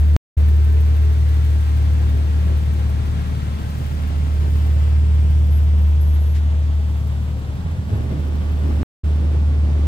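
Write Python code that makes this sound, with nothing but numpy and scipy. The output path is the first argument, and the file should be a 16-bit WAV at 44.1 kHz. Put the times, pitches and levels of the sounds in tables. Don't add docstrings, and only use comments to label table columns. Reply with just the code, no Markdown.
import sys
import numpy as np
from scipy import signal
from scipy.fft import rfft, irfft, next_fast_len
from scipy.io import wavfile

SR = 44100
rng = np.random.default_rng(int(sys.argv[2]) if len(sys.argv) > 2 else 0)


def output_pcm(signal):
    pcm = np.clip(np.atleast_2d(signal).T, -1, 1) * 32767
    wavfile.write(sys.argv[1], SR, np.round(pcm).astype(np.int16))


N = 435266
TIME = np.arange(N) / SR
LEFT_RIGHT = np.array([[.5], [-.5]])


def from_db(db):
    return 10 ** (np.asarray(db) / 20)


def rms_one(x):
    return x / np.sqrt(np.mean(x ** 2) + 1e-20)


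def in_time(rows):
    times, *columns = np.transpose(rows)
    return [np.interp(TIME, times, column) for column in columns]


def at_hz(points, hz):
    known_hz, values = np.transpose(points)
    return np.interp(np.log(hz + 1), np.log(known_hz), values)


def since(start_s):
    return np.maximum(TIME - start_s, 0)


def envelope(start_s, length_s, attack_s, sag_db_per_s, release_s):
    age = since(start_s)
    held = np.minimum(age / attack_s, 1) * from_db(-sag_db_per_s * np.minimum(age, length_s))
    return held * np.exp(-since(start_s + length_s) / release_s)


def drift(rate_hz):
    pole = np.exp(-200 * np.pi * rate_hz / SR)
    white = rng.standard_normal(N // 100 + 1002)
    slow = signal.lfilter([1], [1, -2 * pole, pole * pole], white)[1000:]
    return np.interp(np.arange(N) / 100, np.arange(len(slow)), rms_one(slow))


def arrive(x, lead_s):
    left, right = np.broadcast_to(x, (2, N))
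    return np.array([np.interp(TIME + lead_s / 2, TIME, left), np.interp(TIME - lead_s / 2, TIME, right)])


# freq_hz, power_share
DIRECT_SHARE = [(60, .98), (170, .93), (330, .75), (600, .6), (1200, .5), (2500, .38), (10000, .2)]

def noise(spectrum, skirt_db_per_octave=12):
    size = next_fast_len(N, True)
    hz = np.arange(size // 2 + 1) * SR / size + 1
    white = rfft(rng.standard_normal((3, size)))
    direct = np.clip(at_hz(DIRECT_SHARE, hz), 0, 1)
    ports = np.sqrt(direct) * white[0] + np.sqrt(1 - direct) * white[1:]
    octaves_outside = np.abs(np.log2(hz / np.clip(hz, spectrum[0][0], spectrum[-1][0])))
    colour = from_db(at_hz(spectrum, hz) - skirt_db_per_octave * octaves_outside)
    out = irfft(ports * colour, size)[:, :N]
    return out / np.std(out.mean(axis=0))


def strokes(firings, cylinder_db, rise, fall, scatter_db=1.5):
    index, age = np.floor(firings).astype(int), firings % 1
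    strength_db = cylinder_db[index % len(cylinder_db)] + scatter_db * rng.standard_normal(4096)[index]
    return rms_one(from_db(strength_db) * (1 - np.exp(-age / rise)) * np.exp(-age / fall))


def throb(bursts, share):
    return np.sqrt(1 - share + share * bursts ** 2)


def standing_wave(place_m, crest_db, node_db, node_m, spacing_m, loss_db_per_m):
    swing = np.sin(np.pi * (place_m - node_m) / spacing_m)
    return np.hypot(from_db(crest_db) * swing, from_db(node_db)) * from_db(-loss_db_per_m * place_m)


PORT_GAP_M = .16
BOOM_WAVE = dict(crest_db=-11, node_db=-24, node_m=1.5, spacing_m=3.0, loss_db_per_m=.73)
THIRD_WAVE = dict(crest_db=-27, node_db=-39, node_m=1.71, spacing_m=1.61, loss_db_per_m=1.23)
# firing_multiple, relative_db
PIPE_OVERTONES = [(1, -5.5), (1.5, -17.5), (2.5, -8.5), (3.5, -7), (4, -6.5), (5, -9.5), (6, -15.5),
                  (7, -16.5)]

def tailpipe(firings, walked_m, burble_db):
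    turn = 2 * np.pi * firings
    ports_m = walked_m - PORT_GAP_M * LEFT_RIGHT
    boom = standing_wave(ports_m, **BOOM_WAVE) * from_db(.45 * drift(13)) * np.sin(2 * turn)
    third_gain = standing_wave(ports_m, **THIRD_WAVE) * from_db(drift(1.5))
    third = third_gain * np.sin(3 * turn + .67 * drift(1.9))
    overtones = 0
    for multiple, db in PIPE_OVERTONES:
        phase = multiple * turn + 2 * np.pi * rng.random()
        overtones += from_db(db + 3.1 * drift(3.1)) * np.sin(phase + .72 * drift(17))
    return np.sqrt(2) * (boom + third + from_db(burble_db) * overtones)


# puff_db, tick_db
CYLINDERS = [(-2, 5), (-1, -5), (0, 1), (1, .5), (2.5, -7), (0, -1.5)]
# freq_hz, density_db
GAS_SPECTRUM = [(18, -21.5), (32, -14), (55, -3.5), (85, -1), (145, 0), (200, -5), (290, -21), (600, -20.5)]
# freq_hz, density_db
BLOCK_SPECTRUM = [(170, -12.5), (260, 4.5), (330, 0.5), (430, -2.5), (600, -8), (850, -9), (1600, -30.5)]

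def burble(firings, burble_db, block_db):
    puffs = strokes(firings, np.array(CYLINDERS)[:, 0], rise=.081, fall=.54)
    gas = from_db(burble_db + 1.5) * throb(puffs, share=.34) * noise(GAS_SPECTRUM)
    block = from_db(block_db - 1.6 + .98 * drift(11)) * throb(puffs, share=.37) * noise(BLOCK_SPECTRUM)
    return gas + block


def ground_echo(x, delay_s=.0036, gain=.22):
    late = TIME - delay_s * (1 + .09 * drift(.406))
    echo = np.array([np.interp(late, TIME, port) for port in x])
    return (x + gain * echo) / np.sqrt(1 + gain ** 2)


# freq_hz, density_db
WHIRR_SPECTRUM = [(300, -12.5), (550, -7.5), (800, 1.5), (1100, 1.5), (1600, -1), (2400, -5), (3500, -6),
                  (4800, -16), (7000, -24)]
# freq_hz, density_db
HISS_SPECTRUM = [(2500, -12), (4500, 0), (5600, -1), (6700, -3.2), (7900, -1.5), (9500, -5.5), (11500, -9),
                 (15500, -13)]
# freq_hz, density_db
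TICK_SPECTRUM = [(4000, -12), (8000, -9), (11000, -7), (12400, -3), (13500, 0), (15500, -.5)]

def engine_bay(firings, bay_db, tick_db):
    ticks = strokes(firings, np.array(CYLINDERS)[:, 1], rise=.04, fall=.6)
    whirr = from_db(bay_db + 1.66 + .87 * drift(16)) * throb(ticks, share=.035) * noise(WHIRR_SPECTRUM)
    hiss = from_db(bay_db - 7.5) * noise(HISS_SPECTRUM)
    valves = from_db(tick_db) * throb(ticks, share=.65) * noise(TICK_SPECTRUM)
    return ground_echo(whirr + hiss + valves)


DRONE_START_S, DRONE_HZ, DRONE_RISE_HZ_PER_S, DRONE_DB = .45, 413, 17, -44
# pitch_hz, level_db
PULLEY_HUMS = [(422, -58), (508, -60), (634, -58.5)]

def belt_drive():
    hums = sum(from_db(db + 2 * drift(2)) * np.sin(2 * np.pi * hz * TIME + .9 * drift(2))
               for hz, db in PULLEY_HUMS)
    gain = envelope(DRONE_START_S, length_s=.62, attack_s=.35, sag_db_per_s=.5, release_s=.35)
    gain *= from_db(DRONE_DB + 2.5 * drift(20))
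    drone_hz = DRONE_HZ + DRONE_RISE_HZ_PER_S * since(DRONE_START_S) + 20 * drift(25)
    drone = gain * np.sin(2 * np.pi * np.cumsum(drone_hz) / SR)
    return np.sqrt(2) * (hums + drone)


# start_s, length_s, pitch_hz, level_db
SQUEALS = [(5.5, 0.073, 11630, -57), (5.62, .18, 11920, -70), (5.807, .08, 11790, -62),
           (5.996, .36, 11635, -60), (7.88, .08, 11605, -70)]

def brake_squeal():
    waver_hz, flutter = 14 * drift(68), from_db(3.8 * drift(25))
    squeal = 0
    for start, length, hz, db in SQUEALS:
        gain = from_db(db) * envelope(start, length, attack_s=.016, sag_db_per_s=5, release_s=.04)
        squeal += gain * np.sin(2 * np.pi * np.cumsum(hz + waver_hz) / SR)
    return np.sqrt(2) * flutter * squeal


# start_s, length_s, level_db
AIR_PUFFS = [(6.337, .035, -44.5), (6.606, .06, -55)]
# freq_hz, density_db
AIR_SPECTRUM = [(900, -24), (1800, 14), (3500, 7), (8000, 0), (13000, -24)]

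def air_puffs():
    gain = sum(from_db(db) * envelope(start, length, attack_s=.018, sag_db_per_s=33, release_s=.018)
               for start, length, db in AIR_PUFFS)
    return gain * noise(AIR_SPECTRUM)


# start_s, length_s, firing_hz, climb_hz_per_s, pulse_db, roar_db
BLIPS = [(7.627, 0.14, 80, 50, -22, -45), (7.872, 0.23, 88.6, 189, -23, -33.5)]
# firing_multiple, relative_db
PULSE_HARMONICS = [(1, 2.5), (2, -11.5), (3, -24), (4, -32)]
# freq_hz, density_db
ROAR_SPECTRUM = [(35, -5), (60, -1), (110, 0), (190, 0), (260, -2), (380, -4.5), (600, -13), (1100, -21)]

def throttle_blips():
    gas = from_db(2 * drift(9.7)) * noise(ROAR_SPECTRUM)
    out = 0
    for start, length, start_hz, climb, pulse_db, roar_db in BLIPS:
        firing_hz = (start_hz + climb * since(start)) * (1 + .047 * drift(25))
        turn = 2 * np.pi * np.cumsum(firing_hz) / SR
        pulses = sum(from_db(db + 4.4 * drift(22)) * np.cos(k * turn) for k, db in PULSE_HARMONICS)
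        roar = from_db(roar_db) * (1 + .55 * np.cos(turn)) * gas
        gain = envelope(start, length, attack_s=.028, sag_db_per_s=37.5, release_s=.1)
        out += gain * (np.sqrt(2) * from_db(pulse_db) * pulses + roar)
    return out


# time_s, level_db
GROWL_LEVEL = [(7.84, -77.5), (7.89, -31), (8.3, -35), (8.7, -30.5), (8.82, -26), (9.1, -33), (9.8, -34)]
# freq_hz, density_db
GROWL_SPECTRUM = [(35, -2.5), (130, -1.5), (190, 1), (260, -0.5), (380, -7.5), (600, -15.5), (1200, -24),
                  (3000, -33), (6000, -42)]

def growl(pulse_hz=129.5):
    turn = 2 * np.pi * np.cumsum(pulse_hz * (1 + .04 * drift(10))) / SR
    gain = from_db(in_time(GROWL_LEVEL)[0] + 1.8 * drift(11))
    return gain * (1 + .4 * np.cos(turn)) * noise(GROWL_SPECTRUM)


IDLE_FIRING_HZ = 37.35
PIPE_EXTRA_LEAD_S, SECOND_ENGINE_LEAD_S = .00025, -.00036
# time_s, walked_m
WALK = [(0.4, 0.35), (1.3, 0.77), (2.5, 0.91), (3.65, 1.46), (4.5, 2.21), (5.7, 3.05), (7.0, 3.98),
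        (7.65, 4.46), (8.5, 5.14), (9.8, 6.0)]
# time_s, level_db
BAY_LEVEL = [(0.4, -46.5), (1.5, -44), (2.3, -45), (4.4, -45), (5.4, -47.2), (7.4, -49)]
# time_s, level_db
TICK_LEVEL = [(0.6, -53), (3.4, -57.5), (4.5, -56.5), (6.2, -64.5), (8.2, -59.5), (9.8, -69)]
# time_s, burble_db, block_db
RUMBLE_LEVELS = [(0.4, -34.5, -38.5), (1.4, -36.5, -40), (2.5, -31.5, -37), (3.6, -32, -42),
                 (4.7, -33.5, -39), (6.3, -35, -43.5), (7.6, -34, -43)]
# time_s, left_lead_s, left_minus_right_db
BAY_BEARING = [(3.5, .00047, -0.8), (7.0, 0.000272, -3), (9.8, .0002, -6.5)]

def scene():
    (walked_m,), (bay_db,), (tick_db,) = in_time(WALK), in_time(BAY_LEVEL), in_time(TICK_LEVEL)
    burble_db, block_db = in_time(RUMBLE_LEVELS)
    lead_s, pan_db = in_time(BAY_BEARING)
    firing_hz = IDLE_FIRING_HZ * (1 + .0023 * drift(3.2))
    firings = np.cumsum(firing_hz) / SR
    exhaust = arrive(tailpipe(firings, walked_m, burble_db), lead_s + PIPE_EXTRA_LEAD_S)
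    bay = engine_bay(firings, bay_db, tick_db) * from_db(pan_db * LEFT_RIGHT)
    engine = arrive(bay + belt_drive() + burble(firings, burble_db, block_db), lead_s)
    second_engine = arrive(throttle_blips() + growl(), SECOND_ENGINE_LEAD_S)
    return exhaust + engine + second_engine + brake_squeal() + air_puffs()


CUTOFF_HZ, FADE_IN_S = 15600, .01
# freq_hz, left_minus_right_db
PORT_TILT = [(500, -0.14), (2800, 3.5), (5500, 2.5), (9500, 5.5), (14000, 11)]
# start_s, end_s, closing_s
DROPOUTS = [(0.1645, 0.367, .00003), (8.8307, 9.034, .0002)]

def record(dry):
    size = next_fast_len(N + SR // 10, True)
    tilt_db = at_hz(PORT_TILT, np.arange(size // 2 + 1) * SR / size)
    out = irfft(rfft(dry, size) * from_db(tilt_db * LEFT_RIGHT), size)[:, :N]
    for start, end, closing in DROPOUTS:
        out *= np.clip((start - TIME) / closing, 0, 1) + np.clip((TIME - end) / FADE_IN_S, 0, 1)
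    return signal.sosfilt(signal.ellip(12, .1, 90, CUTOFF_HZ, fs=SR, output="sos"), out)


dry = scene()
out = record(dry)
output_pcm(out)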